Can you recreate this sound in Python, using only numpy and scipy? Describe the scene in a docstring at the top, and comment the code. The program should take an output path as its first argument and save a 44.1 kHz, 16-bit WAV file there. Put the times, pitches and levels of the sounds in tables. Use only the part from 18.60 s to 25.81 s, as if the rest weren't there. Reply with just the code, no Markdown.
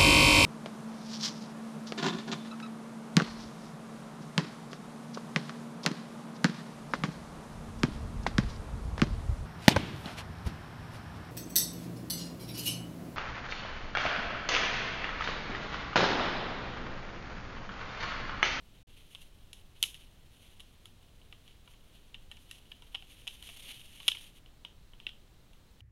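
"""Antlers click and crack as two bucks spar at night at a wood's edge, in front of a trail camera.
Each blow rings tine and beam and thuds in the skull; the trees give a short tail, drier for near blows.
Hooves shuffle in dry leaves, and locked tines graze faintly between the blows.
The camera's housed microphone rings near 3 kHz and lays rumble and hiss under everything.
The sound drops out for a moment near the start, and the rustle cuts off abruptly at 5.79 s."""
import sys
import numpy as np
from scipy import signal
from scipy.fft import rfft, irfft
from scipy.io import wavfile
from scipy.ndimage import uniform_filter1d

SR = 44100
rng = np.random.default_rng(int(sys.argv[2]) if len(sys.argv) > 2 else 0)


def generate_wav(signal):
    """Clip the signal to [-1, 1] and save it as 16-bit WAV at the path in sys.argv[1]."""
    frames = np.transpose(np.atleast_2d(signal))
    scaled = np.clip(frames, -1, 1) * 32767
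    pcm = np.round(scaled).astype(np.int16)
    wavfile.write(sys.argv[1], SR, pcm)


N = 317991
TIME = np.arange(N) / SR
HOUSING_HZ = 3100   # ring of the microphone's housing
ATTACK_S = .0035   # the opening of a touch, which sets its level

# spectrum of the noisy snap of tine on tine: f/Hz, level/dB
SNAP_SPECTRUM = [(200, -22.5), (500, -20.5), (1000, 0.5), (1600, -15), (2300, -15.5), (3050, 1.5),
                 (3700, -10), (4500, -24.5), (6500, -14), (7800, -20), (9200, -16), (11300, -11),
                 (13000, -31.5), (16000, -35.5)]
# bands of the knock, lower shoulder, clack, upper shoulder and crack: low f/Hz, high f/Hz
REGISTERS = [(200, 1500), (1600, 2500), (2500, 3900), (3900, 5300), (5600, 15500)]


def from_db(db):
    return 10 ** (np.asarray(db) / 20)


def rms(x):
    return np.sqrt(np.mean(x ** 2) + 1e-24)


def at_hz(points, hz):
    """Read a curve on a log-frequency axis."""
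    points = np.array(points)
    return np.interp(np.log(hz + 1), np.log(points[:, 0]), points[:, 1])


def band(x, low_hz, high_hz, order=5):
    """Causal band-pass."""
    sos = signal.butter(order, [low_hz, min(high_hz, .45 * SR)], "band", fs=SR, output="sos")
    return signal.sosfilt(sos, x)


def colour(x, spectrum, size=8192):
    """Minimum-phase filter with the given spectrum."""
    gain = from_db(at_hz(spectrum, np.fft.rfftfreq(size, 1 / SR)))
    cepstrum = irfft(np.log(gain))
    cepstrum[1:size // 2] *= 2
    cepstrum[size // 2 + 1:] = 0
    return signal.fftconvolve(x, irfft(np.exp(rfft(cepstrum))))[:len(x)]


def drift(knots_per_s):
    """A random wander between knots of spread 1."""
    knots = rng.standard_normal(int(N / SR * knots_per_s) + 2)
    return np.interp(TIME * knots_per_s, np.arange(len(knots)), knots)


def add(out, start_s, sound):
    """Mix a sound in at a given time."""
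    start = int(start_s * SR)
    out[start:start + len(sound)] += sound[:max(N - start, 0)]


def rise_and_decay(t, rise_s, t60):
    """Envelope that builds quickly and falls 60 dB in t60 seconds."""
    return (1 - np.exp(-t / rise_s)) * np.exp(-np.log(1000) * t / t60)


def mode(hz, t60, skid_s, size=3000):
    """A damped sine that builds while the tines skid."""
    t = np.arange(size) / SR
    return np.sin(2 * np.pi * hz * t) * rise_and_decay(t, skid_s, t60)


def camera_noise(level_db=-56):
    """Steady rumble and hiss of the microphone's amplifier."""
    # spectrum of the amplifier's noise: f/Hz, level/dB
    noise_spectrum = [(15, 8.5), (40, -1), (100, -6.5), (200, -14), (400, -20.5), (800, -25.5),
                      (1500, -29.5), (2500, -30.5), (4100, -28.5), (4700, -34.5), (8000, -37.5),
                      (12000, -40.5), (16000, -41)]
    noise = band(colour(rng.standard_normal(N), noise_spectrum), 10.22, 19260, order=2)
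    return from_db(level_db) * noise / rms(noise)


def rustle_db(times_s):
    """Level of the leaf rustle, swelling with the shoving; the sound cuts off abruptly at 5.79 s."""
    # running rustle of the leaves underfoot: t/s, level/dB
    rustle_levels = [(0, -75), (0.75, -74), (2.6, -75.5), (4.35, -71.5), (4.72, -62.5), (4.87, -55),
                     (5.12, -54), (5.3, -60), (5.45, -54.5), (5.63, -55.5), (5.73, -68.5), (5.785, -63),
                     (5.8, -90), (7.2, -88)]
    return np.interp(times_s, *np.transpose(rustle_levels))


def leaf_gains(fade_db=24, rise_share=0.637, rustle_crisp_db=-4.5):
    """Gains of the leaves' swish and crisp treble: the running rustle plus short swells."""
    # leafy swells, mostly hoof steps; at 1.26 s, the bright tail of the loud antler crack:
    # peak t/s, swish level/dB, time to fall by fade_db/s, treble re swish/dB
    swells = [(0.17, -67.5, 0.31, -11.5), (0.38, -62, 0.277, -8), (0.53, -62.5, 0.184, -3.5),
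              (0.62, -58.5, 0.086, -3), (0.98, -68, 0.106, -3.5), (1.17, -62, 0.079, -15.5),
              (1.26, -49.5, 0.1305, -0.5), (1.4, -59.5, 0.16, -6.5), (1.821, -63.5, 0.399, -5.5),
              (2.43, -69.5, 0.145, -7.5), (2.9, -62, 0.133, -12.5), (3.11, -67, 0.083, -0.5),
              (3.35, -59, 0.053, -7.5), (3.82, -71.5, 0.11, 2), (3.95, -58.5, 0.175, -6),
              (4.25, -67.5, 0.39, -8), (4.52, -58, 0.1926, -5), (4.96, -57.5, 0.083, -9.5),
              (5.1, -46.5, 0.144, -9.5), (5.64, -53.5, 0.065, -4.5), (6.43, -66, 0.145, -19)]
    swish_power = from_db(rustle_db(TIME)) ** 2
    crisp_power = swish_power * from_db(rustle_crisp_db) ** 2
    for peak_s, swell_db, fall_s, crisp_db in swells:
        from_peak = np.maximum((peak_s - TIME) / rise_share, TIME - peak_s) / fall_s
        swell_power = from_db(swell_db - fade_db * np.minimum(from_peak, 10)) ** 2
        swish_power += swell_power
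        crisp_power += swell_power * from_db(crisp_db) ** 2
    return np.sqrt(swish_power), np.sqrt(crisp_power)


def leaves(snaps_per_s=7000, size_spread_db=2.5, clump_db=2.5, sway_db=0.4):
    """Dry leaves break under the hooves in thousands of tiny snaps that come in clumps."""
    # spectrum of the dry leaves: f/Hz, level/dB
    leaf_spectrum = [(250, -11), (700, -16), (1500, -16), (2200, -6), (3050, 4), (3850, -3.5), (5100, -18),
                     (6600, -16), (7750, -24), (8900, -12.5), (10000, -16), (11400, -12.5), (13000, -23.5),
                     (16000, -29)]
    swish_gain, crisp_gain = leaf_gains()
    sizes = from_db(size_spread_db * np.minimum(rng.exponential(1, N), 5)) * rng.choice([-1, 1], N)
    breaks = rng.random(N) < snaps_per_s / SR
    clumps = from_db(clump_db * drift(70) + sway_db * drift(14))
    rustle = colour(sizes * breaks * clumps, leaf_spectrum)
    swish, crisp = band(rustle, 150, 5200), band(rustle, 5200, 18000)
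    return swish_gain * swish / rms(swish) + crisp_gain * crisp / rms(crisp)


def register_levels(clack_db, knock_db, crack_db, tilt):
    """Levels of the five bands: a blunt touch fills the shoulder below the clack, a hard one that above."""
    lower_db = -7 + 0.46 * knock_db - 0.12 * tilt
    upper_db = -8 + 0.41 * crack_db
    return clack_db + np.array([knock_db - 4, lower_db, 0, upper_db, crack_db])


def antler_ring(levels_db, tilt, detune=0.019, spread_db=4.0, snap_s=0.000893,
                bounce_s=0.0015, bounce_db=-11, size=3000):
    """A short skid rings the antler's modes and gives off a snap; tilt is in dB/octave near the clack."""
    # antler modes as heard through the housing: f/Hz, level/dB, t60/s
    antler_modes = [(791, -6, 0.00932), (928.8, -4.5, 0.0204), (1150, -11, 0.033), (1346, -1, 0.017),
                    (1956, -6, 0.027), (2294, 8, 0.0171), (2705, -2.5, 0.019), (2947.6, 5, 0.018),
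                    (3158, 12.5, 0.0077), (3517, -2.5, 0.013), (3940, -6.5, 0.023), (4224, -8, 0.011),
                    (4785, -6, 0.0054), (6240, -19, .008), (6945, 4, 0.0093), (8812, -0.5, 0.02),
                    (9410, 2.5, 0.015), (10560, -2, 0.0042), (11826, -10, 0.025), (12020, -5, 0.0097)]
    hz, mode_db, t60 = np.transpose(antler_modes)
    t = np.arange(size) / SR
    # every touch lands on another spot, so the modes differ in pitch and strength
    pitch = hz * (1 + detune * rng.standard_normal(len(hz)))
    octaves = np.clip(np.log2(hz / HOUSING_HZ), -.4, .4)
    strength = from_db(mode_db + tilt * octaves + spread_db * rng.standard_normal(len(hz)))
    modes = strength[:, None] * mode(pitch[:, None], t60[:, None], skid_s=0.00048, size=size)
    snap = colour(rng.standard_normal(size) * np.exp(-t / snap_s), SNAP_SPECTRUM)
    lag = int(bounce_s * SR * rng.uniform(.5, 1.5))
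    attack = t < ATTACK_S
    snap_re_ring_db = [-3, -3, -3, -3, 4]
    out = np.zeros(size)
    for (low, high), level_db, snap_db in zip(REGISTERS, levels_db, snap_re_ring_db):
        ring = band(modes[(hz >= low) & (hz < high)].sum(axis=0), low, high, order=3)
        noise = band(snap, low, high, order=3)
        part = ring / rms(ring[attack]) + from_db(snap_db) * noise / rms(noise[attack])
        part = part + from_db(bounce_db) * np.pad(part, (lag, 0))[:size]   # bounce off the ground
        out += from_db(level_db) * part / rms(part[attack])
    return out


def tine(clack_db, hz, share_db=6.5):
    """The struck tine rings briefly at a pitch of its own."""
    return from_db(clack_db + share_db) * np.sqrt(2) * mode(hz, t60=0.011, skid_s=0.001077)


def beam(knock_db, hz, share_db=-2):
    """The struck beam bends in one hollow mode, whose pitch depends on where it is hit."""
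    return from_db(knock_db + share_db) * np.sqrt(2) * mode(hz, t60=0.0593, skid_s=0.000438)


def skull(clack_db, share_db=-39, decay_s=0.0029, size=3000):
    """The head behind the antler takes the blow with a short, dull thud."""
    t = np.arange(size) / SR
    thud = band(rng.standard_normal(size) * np.exp(-t / decay_s), 220, 520, order=2)
    return from_db(clack_db + share_db) * thud / rms(thud[t < decay_s])


def tree_tail(levels_db, build_s=0.0013, size=18000):
    """Trunks and brush scatter a clack back to the microphone as a smooth, short tail."""
    # decay among the trees: f/Hz, t60/s
    decay_times = [(500, .28), (3000, 0.304), (11000, 0.2)]
    brightening_db = [-3, -1.5, 0, 4, 4]
    t = np.arange(size) / SR
    scatter = colour(rng.standard_normal(size), SNAP_SPECTRUM)
    out = np.zeros(size)
    for (low, high), level_db in zip(REGISTERS, levels_db + brightening_db):
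        t60 = at_hz(decay_times, np.sqrt(low * high))
        tail = band(scatter, low, high, order=3) * rise_and_decay(t, build_s, t60)
        out += from_db(level_db) * tail * np.sqrt(ATTACK_S * SR / np.sum(tail ** 2))
    return out


def blow(clack_db, clack_hz, knock_db, knock_hz, crack_db, middling_db=-35.5):
    """One meeting of tines: clack, hollow knock, thud of the skull and the tail among the trees."""
    tilt = 92.5 * np.log2(clack_hz / HOUSING_HZ)   # a higher tine favours the higher modes
    levels_db = register_levels(clack_db, knock_db, crack_db, tilt)
    tail_db = -11 - 0.265 * (clack_db - middling_db)   # louder clacks are nearer, so drier
    out = tree_tail(levels_db + tail_db)
    ring = antler_ring(levels_db + [0, 0, -4, 0, 0], tilt)   # leaves room for the tine's own clack
    add(out, 0, ring + tine(clack_db, clack_hz) + beam(clack_db + knock_db, knock_hz) + skull(clack_db))
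    return out


def antlers():
    """The blows; where the racks meet at two points, a second lands softer, duller and lower."""
    # tine strikes tine: t/s, clack level/dB, clack f/Hz, knock re clack/dB, knock f/Hz,
    # crack re clack/dB, delay of a second touch/s (none up to 2 ms)
    blows = [(0.5489, -42.5, 3310, -17.5, 1008, -16, 0.0055), (0.9307, -42, 2862, -23.5, 1904, -8.5, 0),
             (1.2273, -21.5, 3156, -25, 1343, -4.5, 0.01), (1.3437, -44.5, 3000, -21, 1970, -11, 0.0075),
             (1.997, -51.5, 2950, -16, 1915, -11.5, 0.00039), (2.003, -46.5, 3030, -18, 1900, -10.5, .004),
             (2.256, -46.5, 3265, -16.5, 1303, -9, 0), (2.6154, -59, 2900, -16, 730, -19.5, 0),
             (2.7253, -46, 2930, -11, 1208, -21.5, 0), (2.878, -54, 3000, -18.5, 790, -13, 0.0041),
             (3.076, -53, 3020, -3.5, 983, -32.5, 0), (3.136, -57, 2750, -12, 1110, -17, 0.0054),
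             (3.5438, -41.5, 2957, -17.5, 1830, -24.5, 0.0042),
             (3.7143, -43, 3059, -13.5, 1831, -15.5, 0.0048), (3.769, -53, 2790, -15, 1770, -13, 0.0035),
             (3.9119, -40.5, 2827, -23, 1860, -8, 0.0017), (4.117, -44, 3250, -15, 1758, -21, 0.0024),
             (4.2218, -52.5, 3050, -8, 961, -14, 0.0021), (4.3451, -42.5, 3030, -11, 800.1, -25.5, 0.0051),
             (4.3487, -32, 3087, -21.5, 1118, -23, 0.0058),
             (4.4233, -50.5, 2950, -9.5, 769.6, -28.5, 0.0019),
             (4.6702, -41.5, 2887, -14, 768.7, -18, 0.00017),
             (4.6762, -32, 3000, -28, 901.2, -13.5, 0.0058), (4.8254, -44.5, 3050, -16, 1762, -10, 0.01),
             (4.8894, -44, 2754, -13.5, 696, -16.5, 0.0075), (5.4014, -45, 2900, -14, 1121, -16.5, 0.0043),
             (5.4802, -15, 3445, -22.5, 1381, -12.5, 0.00475), (5.517, -27, 3375, -26, 1716, -24, 0),
             (5.5487, -40.5, 2633, -13.5, 1908, -22.5, 0.0024),
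             (5.57, -44, 3200, -17.5, 1856, -22.5, 0.000083), (5.8604, -53, 2920, -18.5, 784, -26, 0),
             (6.0488, -36.5, 3347, -18.5, 950, -26, 0), (6.3342, -53.5, 3140, -10, 1381, -28.5, 0),
             (6.4006, -47.5, 3140, -16, 930, -23, 0.00046), (6.4668, -28, 2777, -27.5, 1480, -32, 0.00028),
             (6.491, -40.5, 2720, -21.5, 1520, -27.5, 0), (6.9326, -59, 3200, -13, 910, -13, 0),
             (7.2053, -53, 3050, -15, 1950, -21, 1)]
    out = np.zeros(N)
    for start_s, clack_db, clack_hz, knock_db, knock_hz, crack_db, delay_s in blows:
        add(out, start_s, blow(clack_db, clack_hz, knock_db, knock_hz, crack_db))
        if delay_s > .002:
            second = blow(clack_db - 3.5, clack_hz * 0.956, knock_db, knock_hz, crack_db - 8.5)
            add(out, start_s + delay_s, second)
    return out


def grazes(grazes_per_s=4, above_rustle_db=4.5, spread_db=2, tilt=2.4):
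    """Locked tines tick faintly at random, following the level of the leaf rustle."""
    out = np.zeros(N)
    for start_s in TIME[rng.random(N) < grazes_per_s / SR]:
        clack_db = rustle_db(start_s) + above_rustle_db + spread_db * rng.standard_normal()
        levels_db = register_levels(clack_db, knock_db=-15, crack_db=-13.5, tilt=tilt)
        add(out, start_s, antler_ring(levels_db, tilt))
    return out


def scene():
    """Antlers and hooves over the camera's noise, at its one microphone."""
    return (camera_noise() + antlers() + leaves() + grazes())[None, :]


def record(dry):
    """The sound drops out for a moment near the start; the top is cut steeply."""
    drop_s, return_s, cutoff_hz = .229, .272, 15750
    live = (TIME < drop_s) | (TIME > return_s)
    gain = np.maximum(uniform_filter1d(live.astype(float), size=200), 1e-3)
    low_pass = signal.ellip(10, .1, 80, cutoff_hz, fs=SR, output="sos")
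    return signal.sosfilt(low_pass, dry * gain)


dry = scene()
out = record(dry)
generate_wav(out)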